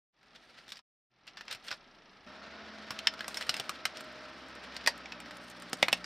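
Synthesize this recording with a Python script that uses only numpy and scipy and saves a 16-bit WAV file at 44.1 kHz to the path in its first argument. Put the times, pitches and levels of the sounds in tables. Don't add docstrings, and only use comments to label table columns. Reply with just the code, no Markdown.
import sys
import numpy as np
from scipy import signal
from scipy.fft import rfft, irfft, next_fast_len
from scipy.io import wavfile
from scipy.ndimage import map_coordinates

SR = 44100
rng = np.random.default_rng(int(sys.argv[2]) if len(sys.argv) > 2 else 0)


def attenuation_scalar(level_db):
    decades = np.asarray(level_db, float) / 20
    return 10 ** decades


def waveform_to_disk(signal):
    frames = np.transpose(np.atleast_2d(signal))
    scaled = np.clip(frames, -1, 1) * 32767
    samples = np.round(scaled).astype(np.int16)
    wavfile.write(sys.argv[1], SR, samples)


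N = 266893
TIME_S = np.arange(N) / SR


def unit(x):
    return x / np.sqrt(np.mean(x ** 2) + 1e-20)


def peaked(x):
    return x / np.abs(x).max(axis=-1, keepdims=True)


def along(points, hz):
    f, v = np.transpose(points)
    return np.interp(np.log(hz + 1), np.log(f + 1), v, left=v[0], right=v[-1])


# start_s, end_s
CUTS = [
    (0, 1),
    (1, 2.265),
    (2.265, 7),
]


def curves(tables, cuts=CUTS):
    out = np.full((len(tables[0][0]) - 1, N), -130.)
    for rows, (start, end) in zip(tables, cuts):
        s, *columns = np.transpose(rows)
        on = (TIME_S >= start) & (TIME_S < end)
        out[:, on] = [np.interp(TIME_S[on], s, column) for column in columns]
    return out


def wobble(rate_hz):
    knots = rng.standard_normal(int(N * rate_hz / SR) + 4)
    return map_coordinates(knots, [np.arange(N) * rate_hz / SR])


def filtered(x, response):
    n = x.shape[-1]
    m = next_fast_len(n + 4096)
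    return irfft(rfft(x, m) * response(np.fft.rfftfreq(m, 1 / SR)), m)[..., :n]


def causal(spectrum):
    def response(hz):
        cepstrum = irfft(np.log(attenuation_scalar(np.clip(along(spectrum, hz), -70, 0))))
        half = len(cepstrum) // 2
        folded = np.r_[cepstrum[0], 2 * cepstrum[1:half], np.zeros(len(cepstrum) - half)]
        return np.exp(rfft(folded))[:len(hz)]
    return response


# freq_hz, left_right_likeness
ALIKE = [(30, 0.99), (130, 1), (400, 1), (1400, .96), (3100, 0.93), (6800, 0.9), (9000, 0.1), (15000, .5)]


def spread(pair):
    def turn(hz):
        return np.arccos(np.clip(along(ALIKE, hz), -1, 1)) / 2

    mid, side = filtered(pair, lambda hz: np.array([np.cos(turn(hz)), np.sin(turn(hz))]))
    return np.array([mid + side, mid - side])


# multiple_of_firing, level_db from the fourth order
OTHER_ORDERS = [
    (.5, -35),
    (2, -7),
    (5, -2),
    (10, -3.5),
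]


def firing_hum(phase, first_db, third_db, fourth_db):
    orders = [(1, first_db), (3, third_db), (4, fourth_db)]
    orders += [(k, fourth_db + db) for k, db in OTHER_ORDERS]
    hum = 0
    for k, db in orders:
        level = attenuation_scalar(db + 2 + 0.79 * wobble(6.9))
        hum = hum + level * np.sin(k * (phase + .04 * wobble(25)))
    return hum


# time_s, level_db
WHINE = [(2.26, -60), (2.7, -65), (3.1, -60), (3.8, -62), (4.25, -56), (4.5, -71), (5, -68), (6.05, -73.5)]
# multiple_of_firing, level_db
PUMP_ORDERS = [
    (9.3, 1),
    (20.4, -3.5),
]


def pump_whine(phase):
    whine_db, = curves([WHINE], CUTS[2:])
    whine = 0
    for k, db in PUMP_ORDERS:
        level = attenuation_scalar(whine_db + db + 3 + 1.5 * wobble(13))
        whine = whine + level * np.sin(k * phase + 0.49 * wobble(25))
    return whine


# freq_hz, level_db per Hz
ROAR = [(24, -43), (40, -18.5), (71, -8.5), (111, -13), (233, 2), (454, -4.5), (643, -3), (956, -2.5),
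        (1490, -1), (1610, -2), (5290, -15), (6780, -34.5), (11700, -46), (15000, -60)]
# freq_hz, width_hz, boost_db
BAY = [
    (600, 60, 5),
    (1303, 21, 9),
    (1544, 40, 3),
    (1830, 27, 7.5),
    (5560, 500, 5.5),
]
# freq_hz, level_db per Hz
IDLE = [(26, -40), (45, -3), (87, -9), (219, 2.5), (506, -3.5), (764, -0.5), (1100, -4.5), (1310, 2),
        (1500, -8), (1950, -35), (3300, -120)]


def air_roar(late):
    def bay(hz):
        resonances = sum(db / (1 + (2 * (hz - c) / w) ** 2) for c, w, db in BAY)
        return attenuation_scalar(along(ROAR, hz) + resonances)

    def distance(hz):
        return attenuation_scalar(along(IDLE[:-2] + ROAR[-5:], hz))

    near = unit(filtered((1 + 0.079 * wobble(150)) * rng.standard_normal((2, N)), bay))
    far = unit(filtered(rng.standard_normal((2, N)), distance))
    return np.where(late, near, far)


# freq_hz, level_db per Hz
VALVES = [(1500, -44), (2800, 6.5), (4500, -2.5), (5600, 0.5), (7000, -30), (12000, -49.5), (15000, -71)]


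def valve_ticks(phase, late):
    tick = np.exp(-4 * (phase / (2 * np.pi) % 1)) * rng.standard_normal((2, N))
    return attenuation_scalar(np.where(late, -15, -9)) * unit(filtered(tick, causal(VALVES)))


# time_s, level_db
BED = [
    [(.3, -65), (.5, -65), (.8, -66.5)],
    [(1.1, -67), (1.4, -62), (1.7, -62), (2.25, -62)],
    [(2.26, -53.5), (2.9, -53), (3.4, -52.5), (3.9, -53), (4.2, -52.5), (4.6, -53), (5.3, -53), (6.05, -54)],
]
# time_s, firing_hz, first_order_db, third_order_db, fourth_order_db
FIRING = [
    [(.1, 42.4, -80, -82, -86), (.85, 42, -83, -84, -88)],
    [(1.1, 42.1, -81, -66, -90), (1.25, 40.9, -80, -81, -84), (1.6, 36, -77, -86, -86),
     (1.9, 27.94, -75, -88, -86), (2.26, 26, -79, -79, -86)],
    [(2.26, 64.83, -69.5, -66, -67), (2.6, 72.53, -71, -58.5, -73), (3.0, 70.17, -69, -59.5, -69),
     (3.4, 68.02, -68, -65.5, -72), (4.0, 66.87, -73, -77, -63), (4.45, 65.5, -67, -66, -64),
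     (4.8, 62.57, -65, -65.5, -69), (5.2, 60.47, -66.5, -62.5, -62), (5.65, 59.76, -76, -60.5, -62),
     (6.05, 59.6, -66, -58.5, -64.5)],
]


def engine():
    roar_db, = curves(BED)
    hz, first_db, third_db, fourth_db = curves(FIRING)
    phase = 2 * np.pi * np.cumsum(hz) / SR
    late = TIME_S > CUTS[2][0]
    tones = firing_hum(phase, first_db, third_db, fourth_db) + pump_whine(phase)
    level = attenuation_scalar(roar_db + 2.5 + 0.56 * wobble(5.1))
    noise = level * (air_roar(late) + valve_ticks(phase, late))
    return spread(noise) + tones * attenuation_scalar([[-.3], [.3]])


# time_s, rasp_db, fizz_db
SCRAPE = [
    [(0.3, -67.5, -86), (0.36, -62.5, -82), (0.466, -66.5, -81.5), (0.558, -59.5, -81), (0.648, -61.5, -78),
     (0.68, -66, -91)],
    [(1.3, -77, -94), (1.45, -70.5, -90), (1.53, -47, -85), (1.6, -70, -87), (1.635, -61, -78),
     (1.65, -54, -63), (1.72, -55, -71), (1.77, -57.5, -73), (1.8, -73, -91), (2.25, -78, -91)],
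    [(2.27, -69, -82), (2.32, -64, -85), (2.44, -58, -85), (2.55, -59, -85), (2.97, -55.5, -78),
     (3.17, -58.5, -78), (3.35, -52.5, -61), (3.43, -52, -66), (3.51, -51.5, -68.5), (3.65, -53.5, -69),
     (3.81, -56, -78), (4.31, -59, -80), (4.59, -61.5, -80.5), (4.76, -53, -78), (5.23, -63.5, -83),
     (5.47, -62, -68), (5.67, -57, -77), (5.81, -59, -69), (5.96, -53, -67), (6.05, -64, -78.5)],
]
# freq_hz, level_db per Hz
RASP = [(290, -38), (500, -4.5), (949, -11.5), (1110, -28), (1320, -3.5), (2170, -5.5), (4500, -8),
        (7000, -23), (9100, -50), (15400, -120)]
# freq_hz, level_db per Hz
FIZZ = [(3530, -22), (6000, 19), (6760, -6), (7890, -5), (9400, 2), (10400, -19), (14000, -9),
        (15500, -31.5)]


def scrape():
    rasp_db, fizz_db = curves(SCRAPE)
    ticks = attenuation_scalar(3.7 * wobble(70) + 1.4 * wobble(400)) * rng.standard_normal((2, N))
    rasp = unit(filtered(ticks, causal(RASP)))
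    fizz = unit(filtered(ticks, causal(FIZZ)))
    return spread(attenuation_scalar(rasp_db + 1.5) * rasp + attenuation_scalar(fizz_db + 4) * fizz)


# freq_hz, t60_s
UNDERSIDE = [
    (200, 0.094),
    (2000, 0.08),
    (6000, 0.084),
    (12000, 0.032),
]


def underside(x):
    hz, t, z = signal.stft(rng.standard_normal((2, len(x))), SR, nperseg=128)
    tail = signal.istft(z * attenuation_scalar(-60 * t / along(UNDERSIDE, hz)[:, None]), SR, nperseg=128)[1]
    tail = tail[0] + 0.25 * tail[1] * np.array([[1], [-1]])
    delayed = np.pad(x, (150, 0))[None]
    return signal.fftconvolve(delayed, tail / np.linalg.norm(tail[0]), axes=1)[:, :len(x)]


# freq_hz, level_db per Hz
SNAP = [(470, -30), (800, -11), (1330, -2), (2260, 4), (3420, 0.5), (4700, -1), (5060, 9), (6460, -16),
        (7500, -17.5), (9750, -30), (16500, -120)]
# freq_hz, level_db per Hz
SPIT = [(5000, -24), (6500, -0.5), (9000, 3), (11000, -14), (13500, -4), (16000, -39.5)]
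# freq_hz, level_db per Hz
THUD = [(60, -25), (130, -6.5), (400, -11.5), (800, -5), (1400, -31.5)]


def add_break(out, s, db, modes, broad, thud_db, spit_db, t60, drag):
    size = 8192
    t = np.arange(SR // 7) / SR
    f = np.fft.rfftfreq(size, 1 / SR)
    tearing = attenuation_scalar(-60 * t / 0.019) + drag * attenuation_scalar(-60 * t / max(t60, .01))
    burst = rng.standard_normal((4, len(t))) * tearing
    burst = burst + 3 * (t < 1 / SR)
    ring = 0
    for k, (hz, width, gain_db) in enumerate(modes):
        resonance = 1j * f * width / (hz * hz - f * f + 1j * f * width)
        ring = ring + (-1) ** k * attenuation_scalar(gain_db) * resonance
    ring = ring / (1 + 1j * f / 6500) ** 2
    shell, floor, air = [causal(spectrum)(f) for spectrum in (SNAP, THUD, SPIT)]
    parts = irfft(rfft(burst, size) * [broad * shell + ring, floor, air, air], size)[:, :len(t)]
    snap, thud, spit, spit_side = peaked(parts) * attenuation_scalar([[0], [thud_db], [spit_db], [spit_db]])
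    direct = snap + thud + .8 * spit + .5 * spit_side * np.array([[1], [-1]])
    echo = attenuation_scalar(-12) * underside(direct.mean(axis=0))
    out[:, round((s + .0004) * SR):][:, :len(t)] += attenuation_scalar(db) * (direct + echo)


# start_s, peak_db, ring_hz, thud_db, spit_db, t60_s
SKIDS = [(0.2294, -46, 1630, -18, -31, 0.07), (0.36, -42, 3330, -26, -38, 0.057),
         (0.6795, -40, 1790, -17, -23, 0.07), (0.6904, -40, 3440, -33, -18, 0.081),
         (0.7026, -40, 3330, -36, -19, 0.077), (0.72, -28.5, 3570, -24, -20.5, 0.067),
         (0.7477, -47, 4480, -26, -33, 0.059), (0.7567, -40.5, 4440, -23, -32, 0.061),
         (0.7697, -39.5, 4480, -53, -23, 0.045), (0.7772, -46, 2610, -31, -16, 0.07),
         (0.7907, -37.5, 1270, -40, -29, 0.049), (1.2685, -42, 2750, -16, -21, 0.098),
         (1.276, -34.5, 2750, -26, -32, 0.095), (1.3703, -34.5, 1720, -22, -36, 0.13),
         (1.4089, -31, 1900, -20, -30, 0.049), (1.4526, -51, 1570, -14, -21, 0.059),
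         (1.48, -30, 2400, -36, -33, 0.035), (1.5105, -29, 3640, -24, -20, 0.1),
         (1.5258, -26.5, 3800, -31, -18, 0.043), (1.5482, -33, 2580, -15.5, -20, 0.058),
         (1.6824, -29, 3100, -31, -28, 0.055), (1.7069, -30, 1780, -15, -34, 0.07),
         (1.713, -26, 1800, -17.5, -28, 0.065), (1.725, -30, 1310, -34, -32, 0.051)]


def skids(out):
    for s, db, hz, thud_db, spit_db, t60 in SKIDS:
        add_break(out, s, db, [(hz, 400, 4)], .9, thud_db + 3.5, spit_db + 8, t60, drag=1.0)


# start_s, peak_db, ring_hz, thud_db, spit_db, t60_s
CRACKS = [(2.9061, -22, 1281, -12, -19, 0.13), (2.9892, -24.5, 3070, -35, -14.5, 0.035),
          (3.1377, -30, 1380, -29, -18, 0.045), (3.1916, -33, 1300, -26, -25, 0.045),
          (3.2064, -26, 1735, -16.5, -16.5, 0.057), (3.2437, -31, 1840, -20, -35, 0.039),
          (3.2801, -25, 1110, -37, -3.5, 0.057), (3.3438, -25, 3900, -18, -11, 0.042),
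          (3.3708, -21, 5160, -47, -12, 0.083), (3.4101, -23, 1820, -33, -14, 0.056),
          (3.4242, -26, 2900, -30, -16, 0.046), (3.4675, -33, 1550, -20, -11, 0.049),
          (3.5407, -20, 2790, -22.5, -16, 0.041), (3.5661, -29.5, 4950, -14, -5.5, 0.089),
          (3.5979, -18, 2750, -13, -10.5, 0.039), (3.6935, -19, 1237, -17.5, -10.5, 0.048),
          (3.9704, -31, 5210, -31.5, -10.5, 0.068), (4.0068, -36.5, 1540, -23, -5, 0.046),
          (4.7653, -28, 4490, -15, -12, 0.056), (5.0572, -31.5, 2350, -27.5, -38, 0.035),
          (5.1208, -29.5, 2560, -18.5, -35, 0.074), (5.202, -35.5, 2510, -10.5, -7.5, 0.032),
          (5.2587, -38, 1837, -15.5, -34, 0.05), (5.3085, -33, 1830, -26.5, -16, 0.08),
          (5.369, -41.5, 1820, -19, -3, 0.045), (5.6215, -36.5, 1320, -24, -4.5, 0.053),
          (5.7305, -21.5, 4930, -5.5, -3.5, 0.018), (6.0424, -28.5, 4660, -42, -18, 0.047)]
# start_s, peak_db, ring_hz, thud_db, spit_db, t60_s
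LEAD_INS = [
    (4.84, -38, 1280, -14, -24, 0.049),
    (4.862, -19, 2460, -15, -17, .04),
    (5.8248, -35, 3000, -20, -5, .02),
    (5.92, -33, 2900, -20, -12, .03),
]


def small_cracks(out):
    for s, db, hz, thud_db, spit_db, t60 in CRACKS + LEAD_INS:
        add_break(out, s, db, [(hz, 400, 8)], .8, thud_db, spit_db, t60, drag=0.28)


# start_s, peak_db, thud_db, spit_db, t60_s
BREAKS = [
    (3.0706, -9, -35.5, -15, 0.025),
    (3.4924, -14.5, -19, -12.5, 0.071),
    (3.8531, -14, -23, -13, 0.052),
    (4.8733, -7.5, -28.5, -12.5, 0.079),
    (5.8272, -6.5, -17, -23, 0.028),
    (5.8825, -13, -15.5, -20, 0.036),
    (5.9281, -9.5, -11.5, -12.5, 0.048),
]
# freq_hz, width_hz, level_db
PIECES = [
    [(1780, 190, 3), (2260, 240, 3.5), (2860, 450, -5.5), (5380, 270, -1.5)],
    [(1530, 150, -15.5), (3180, 150, 2.5), (3910, 270, -1.5), (5440, 230, -3)],
    [(560, 160, -7), (1240, 120, -2), (2040, 130, -9), (3100, 120, 3)],
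    [(610, 200, 1.5), (934, 100, 3), (1900, 330, 0.5), (4950, 740, 4.5)],
    [(563, 220, -1.5), (2170, 620, 5.5), (3280, 280, -6.5), (4950, 282, -13)],
    [(817, 420, 2), (1697, 390, 7.5), (2470, 440, 4), (4480, 206, -15)],
    [(1210, 460, -6.5), (2580, 320, 5.5), (3130, 500, -5), (4440, 250, -1)],
]


def big_breaks(out):
    for (s, db, thud_db, spit_db, t60), modes in zip(BREAKS, PIECES):
        add_break(out, s, db, modes, .45, thud_db, spit_db, t60, drag=0.36)


# start_s, peak_db
CHIPS = [(4.042, -55), (4.125, -61), (4.484, -55), (4.552, -51.5), (4.64, -54), (4.744, -55.5),
         (4.977, -51), (5.499, -46), (5.599, -48), (5.696, -49), (5.771, -49.5)]


def chips(out):
    for s, db in CHIPS:
        add_break(out, s, db, [(4800, 950, 0)], .1, -30, 3, .025, drag=0.19)


def toy_breaking():
    out = np.zeros((2, N + SR))
    for play in (skids, small_cracks, big_breaks, chips):
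        play(out)
    return out[:, :N]


# time_s, gain
FADES = [(.125, 0), (.15, .14), (.21, .4), (.33, 1), (.775, 1), (.8, .35), (.82, 0), (1.098, 0),
         (1.11, .15), (1.17, .4), (1.35, 1)]


def scene():
    fader = np.interp(TIME_S, *np.transpose(FADES))
    return fader * (engine() + scrape() + toy_breaking())


def low_pass(x):
    return signal.sosfilt(signal.butter(12, 16650, fs=SR, output="sos"), x)


def record(dry):
    soft = filtered(dry, lambda hz: 1 / (1 + (hz / 15300) ** 24))
    return low_pass(soft)


dry = scene()
out = record(dry)
waveform_to_disk(out)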